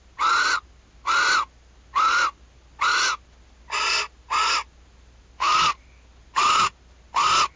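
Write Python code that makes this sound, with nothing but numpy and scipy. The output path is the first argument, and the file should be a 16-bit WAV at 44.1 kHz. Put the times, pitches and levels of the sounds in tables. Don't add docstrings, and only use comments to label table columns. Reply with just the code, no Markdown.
import sys
import numpy as np
from scipy import signal
from scipy.fft import rfft, irfft
from scipy.io import wavfile
from scipy.ndimage import uniform_filter1d, minimum_filter1d

SR = 44100
rng = np.random.default_rng(int(sys.argv[2]) if len(sys.argv) > 2 else 0)


def bounce(signal):
    frames = np.transpose(np.atleast_2d(signal))
    limited = np.clip(frames, -1, 1)
    pcm = np.round(limited * 32767).astype(np.int16)
    wavfile.write(sys.argv[1], SR, pcm)


N = 332955
T = np.arange(N) / SR
FREQS = np.maximum(np.arange(N // 2 + 1) * SR / N, 1)
HISS_LEAD_S, TAIL_S = 0.034, 0.046


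def undb(db):
    return 10 ** (np.asarray(db) / 20)


def unit(x):
    return x / np.sqrt(np.mean(np.abs(x) ** 2))


def colour(x, db):
    return irfft(rfft(x) * undb(db), N)


def noise(points):
    hz, db = np.transpose(points)
    return unit(colour(rng.standard_normal(N), np.interp(np.log(FREQS), np.log(hz), db)))


def wander(size, hz, order=2):
    lowpass = signal.butter(order, hz, fs=SR, output="sos")
    return unit(signal.sosfilt(lowpass, rng.standard_normal(size)))


def band(hz, width_hz, order=2):
    phase = 2 * np.pi * np.cumsum(hz) / SR
    in_phase = wander(len(hz), width_hz / 2, order)
    quadrature = wander(len(hz), width_hz / 2, order)
    return in_phase * np.cos(phase) + quadrature * np.sin(phase)


def bump(t_s, half_width_s):
    return np.exp(-(t_s / half_width_s) ** 2)


def electronics(hiss_db=-55.5):
    # (frequency [Hz], rms level [dB])
    harmonics = [(60, -53.5), (120, -77.5), (180, -78)]
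    # (frequency [Hz], relative level [dB])
    hiss_spectrum = [(20, -7.5), (45, 6), (110, -3), (180, -7.5), (320, -10), (600, -13.5), (1500, -17.5),
                     (3000, -20.5), (5000, -23.5), (5700, -26.5), (6300, -21.5), (7300, -26)]
    hum = sum(undb(db) * np.sqrt(2) * np.sin(2 * np.pi * (hz * T + rng.random())) for hz, db in harmonics)
    return hum + undb(hiss_db) * noise(hiss_spectrum)


def litter(half_width_s=0.019):
    # (time [s], level [dB])
    scuffs = [(2.42, -68), (3.335, -58.5), (3.5, -60.5), (5.059, -70.5), (6.17, -62), (6.915, -59.5)]
    swell = sum(undb(db) * bump(T - time_s, half_width_s) for time_s, db in scuffs)
    return swell * noise([(300, -3), (2200, -13.5), (5000, -16.5), (7000, -23)])


def wheezes():
    # (start [s], length [s], start centre [Hz], end centre [Hz], level [dB])
    breaths = [(5.72, 0.36, 2150, 2470, -63.5), (7.457, 0.326, 2070, 2410, -57.5)]
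    out = np.zeros(N)
    for start_s, length_s, from_hz, to_hz, db in breaths:
        progress = np.clip((T - start_s) / length_s, 0, 1)
        arch = np.sqrt(4 * progress * (1 - progress))
        out += undb(db) * arch * band(from_hz + (to_hz - from_hz) * progress, width_hz=240)
    return out


def gusts():
    # (time [s], half-width [s], level [dB])
    puffs = [(5.651, 0.033, -36), (6.623, 0.051, -39), (7.324, 0.1, -41)]
    swell = sum(undb(db) * bump(T - time_s, half_width_s) for time_s, half_width_s, db in puffs)
    return swell * noise([(30, -8.5), (90, -2.5), (200, -2), (400, -31.5), (1000, -49.5)])


def flares():
    # (time [s], half-width [s], centre [Hz], level [dB])
    sizzles = [(3.054, 0.047, 5690, -26), (3.948, .06, 5000, -26.5), (4.527, 0.0525, 5190, -28),
               (7.393, 0.031, 5600, -27)]
    return sum(undb(db) * bump(T - time_s, half_width_s) * band(np.full(N, hz), width_hz=950)
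               for time_s, half_width_s, hz, db in sizzles)


def squeaks(glide_per_s=9.3, jitter=0.042, flutter=0.39):
    # (time [s], half-width [s], pitch [Hz], level [dB], relative octave level [dB])
    notes = [(0.199, 0.0109, 1053, -34.5, 4.5), (1.057, 0.006, 1089, -35, -20),
             (1.944, .005, 963, -41, 2.5), (1.960, 0.0059, 1003, -27.5, -2),
             (2.797, 0.0051, 900, -36.5, -9), (2.822, 0.0064, 1130, -27.5, 5.5),
             (3.688, 0.0075, 996, -47, -4.5), (3.704, 0.004, 930, -31, -10), (4.311, 0.008, 932, -30, -10),
             (5.405, 0.0019, 930, -24.5, -15), (6.366, 0.00492, 934, -33, 8.5),
             (7.148, .005, 880.4, -26, -16.5)]
    out = np.zeros(N)
    for time_s, half_width_s, hz, db, octave_db in notes:
        span = np.abs(T - time_s) < 3 * half_width_s
        age_s = T[span] - time_s
        pitch_hz = hz * (1 + glide_per_s * age_s + jitter * wander(len(age_s), hz=300))
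        phase = 2 * np.pi * np.cumsum(pitch_hz) / SR
        swell = undb(db) * bump(age_s, half_width_s) * (1 + flutter * wander(len(age_s), hz=350))
        out[span] += swell * (np.sin(phase) + undb(octave_db) * np.sin(2 * phase))
    return out


def scatter(x, wet_db, decay_s, taps=900):
    lag_s = np.arange(taps) / SR
    echoes = rng.standard_normal(taps) * np.exp(-lag_s / decay_s) * (lag_s > 0.003)
    response = undb(wet_db) * echoes / np.linalg.norm(echoes) + (lag_s == 0)
    return signal.fftconvolve(x, response / np.linalg.norm(response))[:len(x)]


def hollow(x, resonances):
    gain_db = sum(db / (1 + ((FREQS - hz) / half_width_hz) ** 2) for hz, half_width_hz, db in resonances)
    return colour(x, gain_db)


def envelope_db(age_s, length_s, lead_s, attack_s, start_db, cut_db, cut_s=0.0075, floor_db=-35):
    times_s = [-lead_s, 0, attack_s, length_s, length_s + cut_s, length_s + TAIL_S]
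    return np.interp(age_s, times_s, [floor_db, start_db, 0, 0, cut_db, floor_db])


def effort(age_s, length_s, crest_share, drive, voice_fade_db=-11, sag_per_s=2.5):
    early_hz, crest_hz, early_voice_db, crest_voice_db, early_hiss_db, crest_hiss_db, hiss_fade_db = drive
    crest_s = crest_share * length_s
    push = np.clip(age_s / crest_s, 0, 1)
    slack = np.clip((age_s - crest_s) / (length_s - crest_s), 0, 1)
    scoop = 0.17 * np.exp(-np.maximum(age_s, 0) / 0.024)
    sag = sag_per_s * (length_s - crest_s) * slack ** 1.25
    hz = (early_hz + (crest_hz - early_hz) * push) * (1 - scoop - sag)
    voice_db = early_voice_db + (crest_voice_db - early_voice_db) * push + voice_fade_db * slack ** 3.5
    voice_db += envelope_db(age_s, length_s, lead_s=0.018, attack_s=0.01325, start_db=-8.5, cut_db=-17.5)
    hiss_db = early_hiss_db + (crest_hiss_db - early_hiss_db) * push ** 1.2 + hiss_fade_db * slack ** 1.7
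    hiss_db += envelope_db(age_s, length_s, HISS_LEAD_S, attack_s=0.017, start_db=-6, cut_db=-12.5)
    return hz, voice_db, hiss_db


def whistle(hz, purity, flutter=0.58, flutter_hz=170):
    tone = np.sin(2 * np.pi * np.cumsum(hz) / SR)
    return unit(tone * (1 + flutter / purity * wander(len(hz), flutter_hz)))


def screech(age_s, hz, voice_db, hiss_db, timbre, breath, jitter=0.0258):
    whistle_db, second_db, third_db, fourth_db, top_db = timbre
    size = len(age_s)
    shaky_hz = hz * (1 + jitter * wander(size, hz=80))
    air = np.interp(hiss_db - voice_db, [-15, 0], [0, 1])
    purity = undb(5.5 - 4.6 * air + 0.5 * bump(age_s, half_width_s=0.039))
    rasp = undb(-4) * band(0.95 * hz, width_hz=327, order=3)
    rasp += undb(-11) * band(0.3 * hz + 640, width_hz=358, order=4)
    tone = undb(whistle_db) * whistle(shaky_hz * (1.003 + 0.04 * air), purity)
    voice = unit(tone + rasp / purity)
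    overtones = (undb(second_db) * band(2.12 * hz, width_hz=858)
                 + undb(third_db) * band(2.95 * hz, width_hz=500)
                 + undb(fourth_db) * band(3.96 * hz, width_hz=590))
    top_hiss = undb(top_db - 6.5) * band(np.full(size, 7050), width_hz=410)
    jet = undb(0.83 * air + 6.5) * breath + overtones + top_hiss
    dull = signal.sosfiltfilt(signal.butter(3, 4100, fs=SR, output="sos"), jet)
    treble_gain = undb(0.37 * np.clip(hiss_db + 22, -18, 6))
    spurts = undb(0.53 * wander(size, hz=140))
    hiss = unit(dull + treble_gain * (jet - dull)) * spurts
    return voice * undb(voice_db) + scatter(hiss * undb(hiss_db), wet_db=-5, decay_s=0.0064)


def owl():
    # (start [s], length [s], crest [share of length], posture,
    #   drive: early pitch [Hz], crest pitch [Hz], early voice [dB], crest voice [dB],
    #     early hiss [dB], crest hiss [dB], hiss fade after the crest [dB],
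    #   timbre: whistle [dB], 2nd partial [dB], 3rd [dB], 4th [dB], top hiss trim [dB])
    calls = [ (0.205, 0.38, 0.82, "bowed", 1280, 1488, -15.5, -20, -29, -23.5, -23.5, -3.5, 0, 4, -3, -4),
             (1.075, 0.36, 0.69, "bowed", 1323, 1468, -17.5, -16.5, -26.5, -20.5, -21, -2, 1, 2, -8.5, -3),
             (1.964, 0.33, 0.748, "bowed", 1253, 1412, -15, -18, -29, -24.5, -17, 1.5, 2.5, 0, -3.5, -17),
             (2.820, 0.33, 0.72, "bowed", 1350, 1501, -15, -21, -25, -21, -20, -3, 6.5, 5.5, -3.5, -2.5),
             (3.723, 0.34, .77, "upright", 1207, 1342, -24.5, -26.5, -25.5, -22.5, -20.5, 0, 5, -7, -8, -2.5),
             (4.319, 0.3, 0.72, "upright", 1210, 1322, -15.5, -22, -26, -22, -17, .5, 5.5, -1.5, -5, 0.5),
             (5.417, 0.30214, 0.78, "forward", 1183, 1244, -17.5, -15, -25.5, -19.5, -12.5, 1.5, 6.5, -2, -6, -5.5),
             (6.371, 0.3, .82, "forward", 1192, 1279, -15, -15, -23, -22, -5.5, -1, 4.5, -3, -8, 4),
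             (7.164, 0.2971, .77, "forward", 1168, 1295, -14.5, -17, -25, -19.5, -16, -3, 6, -2, -4, 1.5)]
    # (frequency [Hz], relative level [dB])
    breath_spectrum = [(120, -41), (230, -15.5), (330, 2.5), (600, -3), (950, -3), (1600, 7.5), (2100, 3),
                       (2800, -4), (3700, -1), (4400, -0.5), (5400, -5), (6300, -1.5), (7400, -7.5)]
    walls = { "bowed": [(160, 25, -13), (560, 40, 6), (733, 38, -27), (1739, 85, -22), (2090, 130, 4.5),
             (2886, 49, -2.5), (3174, 100, -16.5), (3643, 48, -10), (4000, 270, 2.5), (4450, 580, -2.5),
             (5570, 70, 5.5), (5770, 80, -3), (6280, 73, 0.5), (6520, 80, -2)],
             "upright": [(164, 78, -24.5), (765, 33, -37.5), (900, 225, 8.5), (1106, 132.6, -7.5),
             (1508, 60, -22), (2030, 530, -2), (2614, 63, 8), (3220, 91, -17.5), (3260, 80, 6.5),
             (4170, 140, -22), (5000, 300, 8.5), (5300, 55, -2), (5560, 59, -2.5), (5860, 60, -2.5),
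             (6460, 110, -10)], "forward": [(258, 29, -19), (785.4, 31, -20), (1644, 100, -11),
             (2150, 320, -3.5), (2830, 370, 4), (3260, 170, -6.5), (3750, 130, 0), (5143, 200, 8.5),
             (5560, 110, 6), (6030, 100, -1.5), (6717, 90, -1)]}
    shudder_db = {"bowed": -1.23, "upright": -0.5, "forward": 1.9}
    breath = noise(breath_spectrum)
    tracks = {posture: np.zeros(N) for posture in walls}
    for start_s, length_s, crest_share, posture, *settings in calls:
        drive, timbre = settings[:7], settings[7:]
        span = (T >= start_s - HISS_LEAD_S) & (T <= start_s + length_s + TAIL_S)
        age_s = T[span] - start_s
        shudder = undb(shudder_db[posture] * wander(len(age_s), hz=45))
        hz, voice_db, hiss_db = effort(age_s, length_s, crest_share, drive)
        tracks[posture][span] += shudder * screech(age_s, hz, voice_db, hiss_db, timbre, breath[span])
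    return sum(hollow(tracks[posture], walls[posture]) for posture in walls)


def limiter(x, limit=0.22, window_samples=130):
    gain = minimum_filter1d(limit / np.maximum(np.abs(x), limit), window_samples)
    return x * uniform_filter1d(gain, window_samples)


def scene():
    return (owl() + squeaks() + flares() + gusts() + wheezes() + litter() + electronics())[None]


def record(dry, drive_db=1.02, knee=4.13, camera_rate_hz=16000, band_hz=7300, top_hz=10471):
    driven = dry[0] * undb(drive_db)
    ceiling = 0.3 * (1 + 0.013 * np.sign(driven))
    clipped = driven / (1 + np.abs(driven / ceiling) ** knee) ** (1 / knee)
    rolloff_db = np.interp(FREQS - band_hz, [-44.5, 29.5, 1290, 2508.5], [-0.5, -22, -34.5, -73.5])
    narrow = colour(limiter(clipped), rolloff_db)
    leak_db = np.interp(FREQS, [8700, 10000, 11000], [-11, -33, -60])
    mirror = colour(narrow * 2 * np.cos(2 * np.pi * camera_rate_hz * T), leak_db)
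    lowpass = signal.ellip(8, 0.2, 70, top_hz, fs=SR, output="sos")
    return signal.sosfilt(lowpass, narrow + mirror)[None]


dry = scene()
out = record(dry)
bounce(out)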